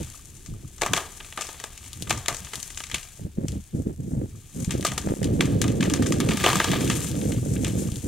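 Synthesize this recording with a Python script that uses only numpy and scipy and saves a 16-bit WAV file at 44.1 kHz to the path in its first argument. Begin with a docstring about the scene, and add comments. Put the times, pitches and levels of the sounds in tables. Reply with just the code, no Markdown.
"""Open bush: an elephant pulls dry branches off a tree, heard through the two ports of a camera.
Limbs crack and splinter: ragged noise bursts, ringing wood modes and a scattered tail; twigs snap.
Twigs and leaves rustle as coloured noise and random ticks, and shiver after every crack.
Gusts buffet the ports as banded pulse trains, single eddies and hard knocks over a low breeze;
the left port lifts the treble of what comes through the air."""
import sys
import numpy as np
from scipy import signal
from scipy.fft import rfft, irfft, next_fast_len
from scipy.io import wavfile
from scipy.ndimage import uniform_filter1d

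SR = 44100
rng = np.random.default_rng(int(sys.argv[2]) if len(sys.argv) > 2 else 0)


def write(x):
    x = np.atleast_2d(x).T
    wavfile.write(sys.argv[1], SR, np.round(np.clip(x, -1, 1) * 32767).astype(np.int16))

N = 356011
T = np.arange(N) / SR  # s

# Cracks of wood: t/s, level/dB, thickness/0-1, twig part against the level/dB
CRACKS = [(0.46, -45, 0.68, 10.5), (0.781, -42.5, .7, 5), (0.8122, -30, 0.84, 0), (0.8174, -19.5, 0.8, 2),
          (0.831, -30, 0.93, -5), (0.861, -25.5, 0.91, 4.5), (0.933, -15.5, 0.77, 3.5),
          (0.9622, -22, 0.5, 2), (0.973, -29.5, 0.96, 1), (1.2016, -32, 0.66, -9), (1.245, -37, 0.3, -16),
          (1.3238, -36.5, 0.57, -9), (1.374, -26.5, 0.8, 0), (1.4089, -27, 0.66, 6.5),
          (1.418, -30, 0.45, 2), (1.468, -41.5, 0.3, 13), (1.488, -34.5, 0.92, 0), (1.544, -42, 0.83, -10),
          (1.599, -36, 0.72, 5.5), (1.6388, -31, 0.81, 4.5), (1.776, -38, 0, 6), (1.84, -42, 0.04, 3),
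          (1.86, -44, 0, 7), (2.0703, -35, 0.83, -21), (2.095, -25.5, 0.2, 8), (2.1057, -17.5, 0.81, -2),
          (2.259, -30, 0.26, 1), (2.2816, -17.5, 0.76, 2.5), (2.345, -40, 0.4, 15.5), (2.3669, -41, .1, 15),
          (2.447, -39, 0.34, 6.5), (2.468, -36.5, 0.55, -11), (2.5335, -29.5, 0.71, 6.5),
          (2.6276, -36, 0, 12), (2.702, -37, 0.2, 8), (2.773, -28.5, 0.14, 4.5), (2.803, -31.5, 0.45, 0),
          (2.837, -31, 0, 3.5), (2.867, -37, .2, 1), (2.898, -36, 0.46, 3), (2.9138, -28, 0.35, 0.5),
          (2.942, -17, 0.22, -0.5), (3.029, -44.5, 0.2, 13.5), (3.4824, -35, 0, 7),
          (4.645, -36.5, 0.05, 9.5), (4.693, -37, 0.55, -11), (4.707, -20.5, 0.38, 0.5),
          (4.826, -34.5, 0.67, 2), (4.8478, -21.5, 0.87, 9.5), (4.864, -21.5, 0, -2),
          (4.885, -32.5, .05, -4), (4.917, -32, 0.76, 0), (4.977, -23.5, 0.7, 5.5), (5.086, -39, 0.95, -1),
          (5.229, -29, 0.34, 3), (5.242, -34, 0.5, 5), (5.406, -15.5, 0.56, -1), (5.6147, -23.5, 0.3, 6),
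          (5.64, -24.5, 0.77, -5), (5.6792, -29.5, 0.2, 4), (5.806, -20, 0.1, -2), (5.826, -20, 0.6, -3.5),
          (5.898, -27, 0.6, 6), (5.9364, -21.5, 0.53, 5.5), (6.0223, -25.5, 0.58, 3),
          (6.0605, -28.5, 0.63, 5.5), (6.1213, -24, 0.6, 6.5), (6.201, -20.5, 0.63, -4.5),
          (6.287, -21.5, 0.57, 1), (6.307, -21.5, 0.72, -3), (6.371, -30.5, 0.75, 9),
          (6.408, -31.5, 0.95, 6), (6.431, -26, 0.4, 2), (6.439, -13, 0.77, -2), (6.4502, -19, 0.4, -4),
          (6.461, -18, 0.9, -3), (6.47, -21, 0.77, -3), (6.481, -26, 0.82, -1), (6.4997, -21, 0.73, -13),
          (6.53, -24.5, 0.73, 5), (6.555, -22.5, 0.8, 0), (6.599, -12.5, 0.69, -5.5),
          (6.642, -19.5, 0.72, 2), (6.7147, -19, 0.4, -6.5), (6.732, -21, 0.86, -18),
          (6.7603, -31, 0.6, -14), (6.808, -26, 0.3, -2), (6.875, -29.5, 0.1, 5),
          (6.8982, -16.5, 0.55, 0.5), (6.911, -23, 0, -16), (7.044, -37.5, 0.84, -24),
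          (7.213, -35.5, 0, -3), (7.32, -28.5, 0.15, -5), (7.5618, -32.5, 0.4, -23),
          (7.6452, -19.5, 0, -2.5), (7.667, -39, 0.95, 13)]
# Modes of the wood: f/Hz, width/Hz, level/dB
WOOD_MODES = [(403, 280, -4), (710, 105, -2.5), (901, 83, -4), (1214, 88, 4), (1648, 180, -1),
              (2360, 580, -5), (3300, 920, -7.5)]
# Colour of breaking wood, thick to thin: f/Hz, level/dB
LIMB_COLOUR = [(150, -8.5), (350, -3), (700, -3.5), (1100, -4), (2000, -24)]
BOUGH_COLOUR = [(500, -21.5), (1000, -4), (1400, -2), (2000, 3.5), (3000, -22.5)]
BRANCH_COLOUR = [(1200, -17.5), (2000, -3), (3000, 1.5), (4200, -2), (5500, -14), (9000, -36)]
TWIG_COLOUR = [(2500, -21), (4500, -4), (6500, 3), (8500, 0.5), (11000, -10), (15000, -22)]
# Limb and bough parts against the crack, dB
LIMB_THIN_DB, LIMB_THICK_DB = -34.5, 2.5
BOUGH_THIN_DB, BOUGH_THICK_DB = -13.5, 3.5
# Splinters after a loud crack; the delay sets both the least and the random part
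SPLINTERS_FROM_DB, SPLINTER_DELAY_S = -30, 0.03
SPLINTER_DB, SPLINTER_SPREAD_DB, SPLINTER_FADE_DB_PER_S = -14, 4.5, 137
# Mode ringing against the break; thin wood loses the low modes
RING_DELAY_S, RING_DB, RING_SPREAD_DB = 0.003026, -12.5, 7
RING_THICK_DB_PER_OCTAVE = 8.5

# Clean snaps of a twig parting in one click: t/s, level/dB
SNAPS = [(0.8187, -20), (0.9351, -13), (1.9315, -14.5), (2.0233, -9), (2.0967, -19), (2.197, -24),
         (2.2838, -4), (2.5563, -10), (2.601, -17), (2.747, -23), (2.9469, -8), (4.8098, -14.5),
         (4.8688, -3.5), (4.9808, -7), (5.2438, -11), (5.6173, -2.5), (6.2028, -5.5), (6.274, -26),
         (6.3355, -12), (6.3733, -14), (6.4912, -6), (6.5024, -11), (6.5805, -18), (6.639, -16),
         (6.846, -13.5), (7.07, -16), (7.115, -15), (3.52, -23), (7.9188, -19), (7.9585, -16.5)]
# Colour of a snap: f/Hz, level/dB
SNAP_COLOUR = [(1200, -22), (3000, 3.5), (6000, 2), (10000, 2), (15000, -18)]
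SNAP_ECHO_DB, SNAP_ECHO_T60_S = -3.5, 0.063

# Steady rustle of the dragged branch: t/s, twig level/dB, leaf level/dB
RUSTLE = [(0, -45.5, -41), (0.25, -57, -48.5), (0.7, -58.5, -49.5), (1.1, -59, -45), (1.44, -48, -46.5),
          (1.9, -53, -46), (2.06, -52, -44), (2.4, -48, -43.5), (2.7, -50.5, -41.5), (3.16, -59, -49),
          (3.4, -64, -57.5), (3.55, -58, -49), (4.05, -66.5, -54), (4.35, -60, -50), (4.65, -52, -40.5),
          (5.33, -53.5, -46), (5.9, -52.5, -48), (6.24, -47.5, -42.5), (6.47, -29, -36.5),
          (7.07, -43.5, -35.5), (7.4, -52, -41.5), (7.7, -49.5, -37), (8.07, -50.5, -41)]
# Colour of rubbing twigs and of leaves: f/Hz, level/dB
TWIG_RUB_COLOUR = [(300, -32), (600, -6.5), (1200, -12), (2000, -2.5), (3200, 2), (4800, 1.5), (9000, -8.5)]
LEAF_COLOUR = [(2500, -14), (4800, -12), (6500, -1), (8500, -1), (11000, -7), (15000, -20.5)]
LOUDEST_TICK_DB = 14.0  # above the faintest tick
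# Shiver of the crown after each crack
SHAKE_TWIGS_DB, SHAKE_LEAVES_DB, SHAKE_RISE_S, SHAKE_T60_S = -26.5, -26.5, 0.04, 1

# Gusts on the ports: start of hold t/s, hold/s, level/dB
GUSTS = [(0, 0.0013, -21), (0.072, 0.025, -41), (0.296, 0.03, -43), (0.497, 0.07, -39), (0.59, 0.065, -40),
         (0.911, 0.033, -29), (1.967, 0.21, -36), (2.184, 0.43, -47), (2.577, 0.012, -36.5),
         (2.936, 0.0073, -34), (3.198, 0.067, -31.5), (3.377, 0.067, -27), (3.487, 0.086, -32),
         (3.741, 0.078, -29), (3.861, 0.044, -26), (3.99, 0.1, -31.5), (4.11, 0.14, -28),
         (4.269, 0.11, -38.5), (4.56, 0.07, -29), (4.678, 0.16, -28.5), (4.85, 0.17, -34),
         (5.045, 0.07, -26), (5.165, 0.056, -29.5), (5.218, 0.238, -22.5), (5.476, 0.871, -23),
         (6.368, 0.24, -27.5), (6.672, 0.29, -24.5), (6.974, 0.412, -26.5), (7.428, 0.285, -26.5),
         (7.736, 0.146, -26), (7.896, 0.11, -33), (8.037, .05, -28)]
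CALM_DB, GUST_RISE_DB_PER_S, GUST_FALL_DB_PER_S = -56, 800, 426
# Eddies by band: centre f/Hz, level/dB
EDDIES = [(28, -28), (45, -35), (70, -6.5), (110, 0.5), (170, 1), (260, -1), (400, -7.5), (600, -33.5),
          (900, -50)]
# Strongest single eddies: t/s, level/dB, f/Hz
BUFFETS = [(3.243, -16.5, 95), (3.379, -9, 140), (3.743, -10.5, 137), (3.796, -16.5, 200),
           (3.865, -10, 160), (3.995, -20.5, 133), (4.075, -18, 160), (4.127, -12, 103), (4.167, -16, 94),
           (4.231, -14, 140), (4.67, -11.5, 98), (4.748, -9, 218), (4.793, -14, 230), (5.065, -13, 107),
           (5.119, -12.5, 290), (7.914, -16.5, 91)]
# Hard-edged knocks of wind: t/s, level/dB
KNOCKS = [(4.755, -18), (2.024, -19), (2.046, -27), (3.384, -22), (3.414, -23), (3.54, -22), (3.896, -19),
          (5.073, -3.5), (5.109, -7), (5.12, -9), (5.138, -8.5), (5.33, -18), (5.395, -9), (5.465, -21),
          (5.577, -24), (5.877, -7), (5.997, -9), (6.581, -16)]
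KNOCK_S = 0.00035  # time constant
STRAY_KNOCKS_PER_S, STRAY_KNOCK_DB = 55, -8  # rate; faintest level against the gust
# Low rumble of the breeze: f/Hz, level/dB
BREEZE_COLOUR = [(20, -18), (40, -7), (70, 4.5), (120, 0.5), (200, -6), (400, -10.5), (800, -43)]
BREEZE_DB = -52

# Port imbalance: f/Hz, left minus right/dB
PORTS = [(2400, 1.5), (4400, 1.5), (5500, 10.5), (6500, 16), (8000, 10), (9500, 7.5), (11000, 1),
         (15000, 0)]
# Port phase: f/Hz, lead of the left/rad
PORT_PHASE = [(5400, 0.0089), (7500, -0.63), (10300, -1.04), (12000, 0.096)]
TOP_HZ = 15750


def cracks():
    """Breaking wood: thick wood sounds low and long, twigs high and short."""
    breaks = splintered()
    _, _, thick, twig_db = breaks.T
    limb_db = LIMB_THIN_DB + (LIMB_THICK_DB - LIMB_THIN_DB) * thick
    bough_db = BOUGH_THIN_DB + (BOUGH_THICK_DB - BOUGH_THIN_DB) * thick
    branch_db = np.zeros(len(breaks))
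    limb = tearing(breaks, limb_db, 0.061, -5.5, 0.48) * pair(0.95)
    bough = tearing(breaks, bough_db, 0.026, -7.5, 0.43) * pair(0.9)
    branch = tearing(breaks, branch_db, 0.035, -8.0, 0.24) * pair(1.0)
    twig = tearing(breaks, twig_db, 0.018, -3.5, 0.18) * pair(0.65)
    limb = colour(limb, flat(LIMB_COLOUR) + wood_db())
    bough = colour(bough, flat(BOUGH_COLOUR) + wood_db())
    branch = colour(branch, flat(BRANCH_COLOUR) + wood_db())
    twig = colour(twig, flat(TWIG_COLOUR))
    return undb(2.0) * limb + undb(2.5) * bough + undb(3.0) * branch + undb(3.5) * twig + rings(breaks)


def splintered(count=5):
    """All breaks: the cracks and, after each loud one, weaker splinters of the same wood."""
    rows = np.array(CRACKS, float)
    delay = rng.exponential(size=(len(rows), count))
    weaker, twig_scatter = rng.standard_normal((2, len(rows), count))
    fade_db = SPLINTER_FADE_DB_PER_S * SPLINTER_DELAY_S * delay
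    splinters = np.repeat(rows[:, None], count, axis=1)
    splinters[..., 0] += SPLINTER_DELAY_S * (0.214 + delay)
    splinters[..., 1] += SPLINTER_DB - SPLINTER_SPREAD_DB * np.abs(weaker) - fade_db
    splinters[..., 3] += SPLINTER_SPREAD_DB * twig_scatter
    loud = rows[:, 1] > SPLINTERS_FROM_DB
    return np.vstack([rows, splinters[loud].reshape(-1, rows.shape[1])])


def tearing(breaks, share_db, t60_s, tail_db, tail_t60_s):
    """Envelope for one size of wood: fibres part raggedly, trunks and ground scatter back a tail."""
    env, t = np.zeros(N), T[:SR // 12]
    for (s, db, *_), extra_db in zip(breaks, share_db):
        i = int(s * SR)
        lasts_s = t60_s * undb(0.02 * (db - 2.0))  # a louder break tears for longer
        rise_s = 0.0016 * undb(0.32 * (db + 24.5))  # and takes longer to let go
        burst = undb(db + extra_db - 60 * t / lasts_s) * np.minimum(t / rise_s, 1)
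        env[i:i + len(t)] += burst[:N - i]
    t = T[:SR // 2]
    fade = undb(-120 * t / tail_t60_s) * np.minimum(t / 0.0011, 1)  # power
    tail_power = np.abs(signal.fftconvolve(env ** 2, fade / np.sum(fade))[:N])
    ragged = undb(4.36 * walk(700))
    patchy = undb(2.0 * walk(150))  # echoes arrive in clumps
    return np.sqrt((env * ragged) ** 2 + tail_power * (undb(tail_db) * patchy) ** 2)


def wood_db():
    """Resonances of the wood over an even base, dB per frequency bin."""
    hz = np.linspace(1, SR / 2, 2049)
    power = undb(-23.5)  # base; undb halves the dB of a power
    for f, width, db in WOOD_MODES:
        power = power + undb(2 * db) / (1 + (2 * (hz - f) / width) ** 2)
    return 10 * np.log10(power / np.mean(power[40:400]))  # about 0.43-4.3 kHz


def rings(breaks):
    """Each break strikes the modes unevenly; thick wood favours the low ones."""
    s, db, thick, _ = breaks.T
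    chance = rng.standard_normal((len(breaks), len(WOOD_MODES)))
    out = np.zeros(N)
    for (hz, width_hz, mode_db), luck in zip(WOOD_MODES, chance.T):
        octaves_below = max(np.log2(2400 / hz), 0)
        thin_loss_db = RING_THICK_DB_PER_OCTAVE * (thick - 1) * octaves_below
        blow_db = db + mode_db + RING_DB + RING_SPREAD_DB * luck + thin_loss_db
        out += ring(spikes(np.transpose([s + RING_DELAY_S, blow_db])), hz, width_hz)
    return out


def ring(blows, hz, width_hz):
    """One mode: each blow starts a fading sine of its own size."""
    r, w = np.exp(-np.pi * width_hz / SR), 2 * np.pi * hz / SR
    return signal.lfilter([np.sin(w)], [1, -2 * r * np.cos(w), r * r], blows)


def snaps():
    """A twig parts in a bright click, briefly smeared by the branches around."""
    t = T[:SR // 20]
    echo = pair(0.62)[:, :len(t)] * undb(-60 * t / SNAP_ECHO_T60_S)
    echo *= undb(SNAP_ECHO_DB) / np.sqrt(np.sum(echo[0] ** 2))
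    click = colour(echo + (t == 0), flat(SNAP_COLOUR))
    return signal.fftconvolve(spikes(SNAPS)[None], click / np.abs(click).max(), axes=-1)[:, :N]


def rustle():
    """Twigs tick and rub, dry leaves hiss and crackle; the harder the pull, the denser the ticks."""
    s, twig_db, leaf_db = np.transpose(RUSTLE)
    pull_db = shaken(np.interp(T, s, twig_db), SHAKE_TWIGS_DB)
    leaf_db = shaken(np.interp(T, s, leaf_db), SHAKE_LEAVES_DB)
    rate = 70 * undb(0.16 * (pull_db + 42.0))
    both, low, high = (tick_swell(rate) for _ in range(3))

    rub = (0.88 + 0.16 * both + 0.2 * low) * undb(0.84 * walk(23)) * pair(0.99)
    twigs = rub + 7.0 * clicks(rate, 2.9, LOUDEST_TICK_DB)
    hiss = (0.79 + 0.31 * both + 0.33 * high) * undb(2.4 * walk(25)) * pair(0.56)
    leaves = hiss + 7.9 * clicks(rate, 3.8, LOUDEST_TICK_DB)
    taps = np.zeros(N)
    for hz, width_hz, db in WOOD_MODES[1:]:  # a tap wakes a single mode
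        taps += undb(db) * ring(clicks(0.3 * rate, 3.5, LOUDEST_TICK_DB), hz, width_hz)

    twigs = unit(colour(twigs, flat(TWIG_RUB_COLOUR) + wood_db())) + 0.28 * unit(taps)
    return undb(pull_db) * twigs + undb(leaf_db) * unit(colour(leaves, flat(LEAF_COLOUR)))


def tick_swell(rate):
    """Envelope that jumps at random ticks and decays with a T60 of 37 ms."""
    ticks = np.abs(clicks(rate, 3.0, LOUDEST_TICK_DB))
    return unit(signal.lfilter([1], [1, -undb(-60 / SR / 0.037)], ticks))


def shaken(steady_db, shake_db):
    """Rustle level in dB: the steady drag plus a shiver that rises and dies after every crack."""
    s, db, _, _ = np.transpose(CRACKS)
    jolts, t = np.zeros(N), T[:SR]
    jolts[(s * SR).astype(int)] = undb(2 * (db + shake_db))  # power
    shiver = undb(-2 * 60 * t / SHAKE_T60_S) * np.minimum(t / SHAKE_RISE_S, 1)
    return 10 * np.log10(undb(2 * steady_db) + np.abs(signal.fftconvolve(jolts, shiver)[:N]))


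def wind(lag_s=0.00047):
    """Eddies, buffets and knocks strike the left port, then the right, over the breeze."""
    gust_db = gusts()
    out = eddies(gust_db) + buffets() + knocks(gust_db)
    out[1] = np.interp(T - lag_s, T, out[1])
    return out + breeze()


def gusts():
    """Wind level in dB: every gust rises fast, holds and falls back to the calm."""
    level_db = np.full(N, float(CALM_DB))
    for s, hold_s, db in GUSTS:
        slope_db = np.minimum(GUST_RISE_DB_PER_S * (T - s), GUST_FALL_DB_PER_S * (s + hold_s - T))
        level_db = np.maximum(level_db, db + np.minimum(slope_db, 0))
    return level_db


def eddies(gust_db):
    """Random pulses, band by band, thud on the ports; small eddies differ between the two."""
    # light wind comes in lumps, a gust roars on
    bursts = undb(np.clip(-0.3 * (gust_db + 21.5), 0, 6) * walk(35))
    thuds = clicks(110, 3.5, 12.0)
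    out = np.zeros((2, N))
    for hz, size_db in EDDIES:
        sos = signal.butter(2, [hz / 1.187, hz * 1.274], "band", fs=SR, output="sos")
        octave = np.log2(hz / 119.0)
        above = max(octave, 0)
        sharp = thuds * np.abs(thuds + 1e-9) ** (0.3 * above)  # hard thuds reach higher
        common = unit(signal.sosfilt(sos, bursts * sharp))
        fine, own = (unit(signal.sosfilt(sos, bursts * clicks(1.2 * hz, 3.84, 13.3))) for _ in range(2))
        shared = unit((0.5 + 0.36 * above) * common + 1.2 * fine)
        apart = np.clip(0.25 + hz / 3200.0, 0, 1)
        right = undb(2.2 * max(octave + 0.097, 0)) * (np.sqrt(1 - apart ** 2) * shared + apart * own)
        # strong gusts shed more small eddies
        level_db = size_db + gust_db + 0.54 * octave * (gust_db + 24.0)
        out += np.array([shared, right]) * undb(level_db)
    return undb(-1.5) * out


def buffets():
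    """Strong single eddies: 1.6 windowed cycles each, with overtones from a steep front."""
    out = np.zeros(N)
    for s, db, hz in BUFFETS:
        i, t = int(s * SR), T[:int(1.6 * SR / hz)]
        phase = 2 * np.pi * hz * t
        swing = np.sin(phase + 0.9 * np.sin(phase))
        out[i:i + len(t)] += undb(db) * np.sin(np.pi * t / t[-1]) ** 2 * swing
    return out


def knocks(gust_db):
    """A sudden push on the membrane that swings back once; gusts scatter stray ones."""
    t = T[:SR // 50] / KNOCK_S
    push = 2 * t ** 2 * (1 - t / 5) * np.exp(-t)
    stray = clicks(STRAY_KNOCKS_PER_S, 4.5, 16.0) * undb(gust_db + STRAY_KNOCK_DB)
    return np.convolve(spikes(KNOCKS) + stray, push)[:N]


def breeze():
    """Low coloured noise whose level drifts slowly."""
    drift_db = 4.0 * walk(6)
    return undb(BREEZE_DB + drift_db) * unit(colour(pair(0.77), spectrum_db(BREEZE_COLOUR)))


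def undb(db):
    """Gain of a level in dB."""
    return 10 ** (np.asarray(db) / 20)


def unit(x):
    """Scaled to rms 1."""
    return x / np.sqrt(np.mean(x ** 2))


def spectrum_db(table):
    """A (f/Hz, level/dB) table interpolated over log frequency on a fine linear grid."""
    hz, db = np.transpose(table)
    return np.interp(np.log(np.linspace(1, SR / 2, 2049)), np.log(hz), db)


def flat(table):
    """Spectrum in dB with unit mean power, so white noise keeps its level."""
    db = spectrum_db(table)
    return db - 10 * np.log10(np.mean(undb(2 * db)))


def colour(x, db):
    """Causal filter with these gains: the response comes from the folded cepstrum."""
    cep = irfft(np.log(undb(db)))
    cep[1:2048] *= 2
    cep[2049:] = 0
    response = irfft(np.exp(rfft(cep)))
    return signal.fftconvolve(x, np.atleast_2d(response), axes=-1)[:, :N]


def walk(rate):
    """Random levels held 1 / rate s and slewed twice."""
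    k = int(SR / rate)
    held = np.repeat(rng.standard_normal(N // k + 1), k)
    return uniform_filter1d(uniform_filter1d(held, k), k)[:N]


def clicks(rate, spread_db, most_db):
    """Random clicks of both signs, many small, few large; the rate per second may vary in time."""
    size, when = rng.exponential(size=N), 2 * rng.random(N) - 1
    return np.sign(when) * undb(np.minimum(spread_db * size, most_db)) * (np.abs(when) < rate / SR)


def pair(likeness):
    """Left and right noise that share a part."""
    mid, side = rng.standard_normal((2, N))
    c = np.clip(likeness, 0, 1)
    return (np.sqrt(1 + c) * mid + np.sqrt(1 - c) * side * np.array([[1], [-1]])) / np.sqrt(2)


def spikes(table):
    """One sample for every (t/s, level/dB) row."""
    s, db = np.transpose(table)
    out = np.zeros(N)
    out[(s * SR).astype(int)] = undb(db)
    return out


def through_ports(air):
    """Level and phase differ between the ports with frequency."""
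    size = next_fast_len(N)
    hz = np.arange(size // 2 + 1) * SR / size
    ports_db = np.interp(hz, *np.transpose([(200, 0.0059)] + list(PORTS)))
    lead = np.exp(1j * np.interp(hz, *np.transpose([(0, 0)] + list(PORT_PHASE))))
    left_share = 0.25  # of the imbalance is a lift on the left, the rest shading on the right
    ports = np.array([undb(left_share * ports_db) * lead, undb((left_share - 1) * ports_db)])
    return irfft(rfft(air, size) * ports, size)[:, :N]


def scene():
    """Wood and leaves reach the ports through the air; the wind strikes them directly."""
    return through_ports(cracks() + snaps() + rustle()) + wind()


def record(dry):
    """The camera adds faint hiss, rounds the loudest peaks and cuts the top steeply."""
    dry = dry + undb(-60.5) * rng.standard_normal(dry.shape)
    rounded = np.tanh(1.185 * dry) / 1.493
    return signal.sosfilt(signal.ellip(12, 0.2, 100, TOP_HZ, fs=SR, output="sos"), rounded)


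dry = scene()
out = record(dry)
write(out)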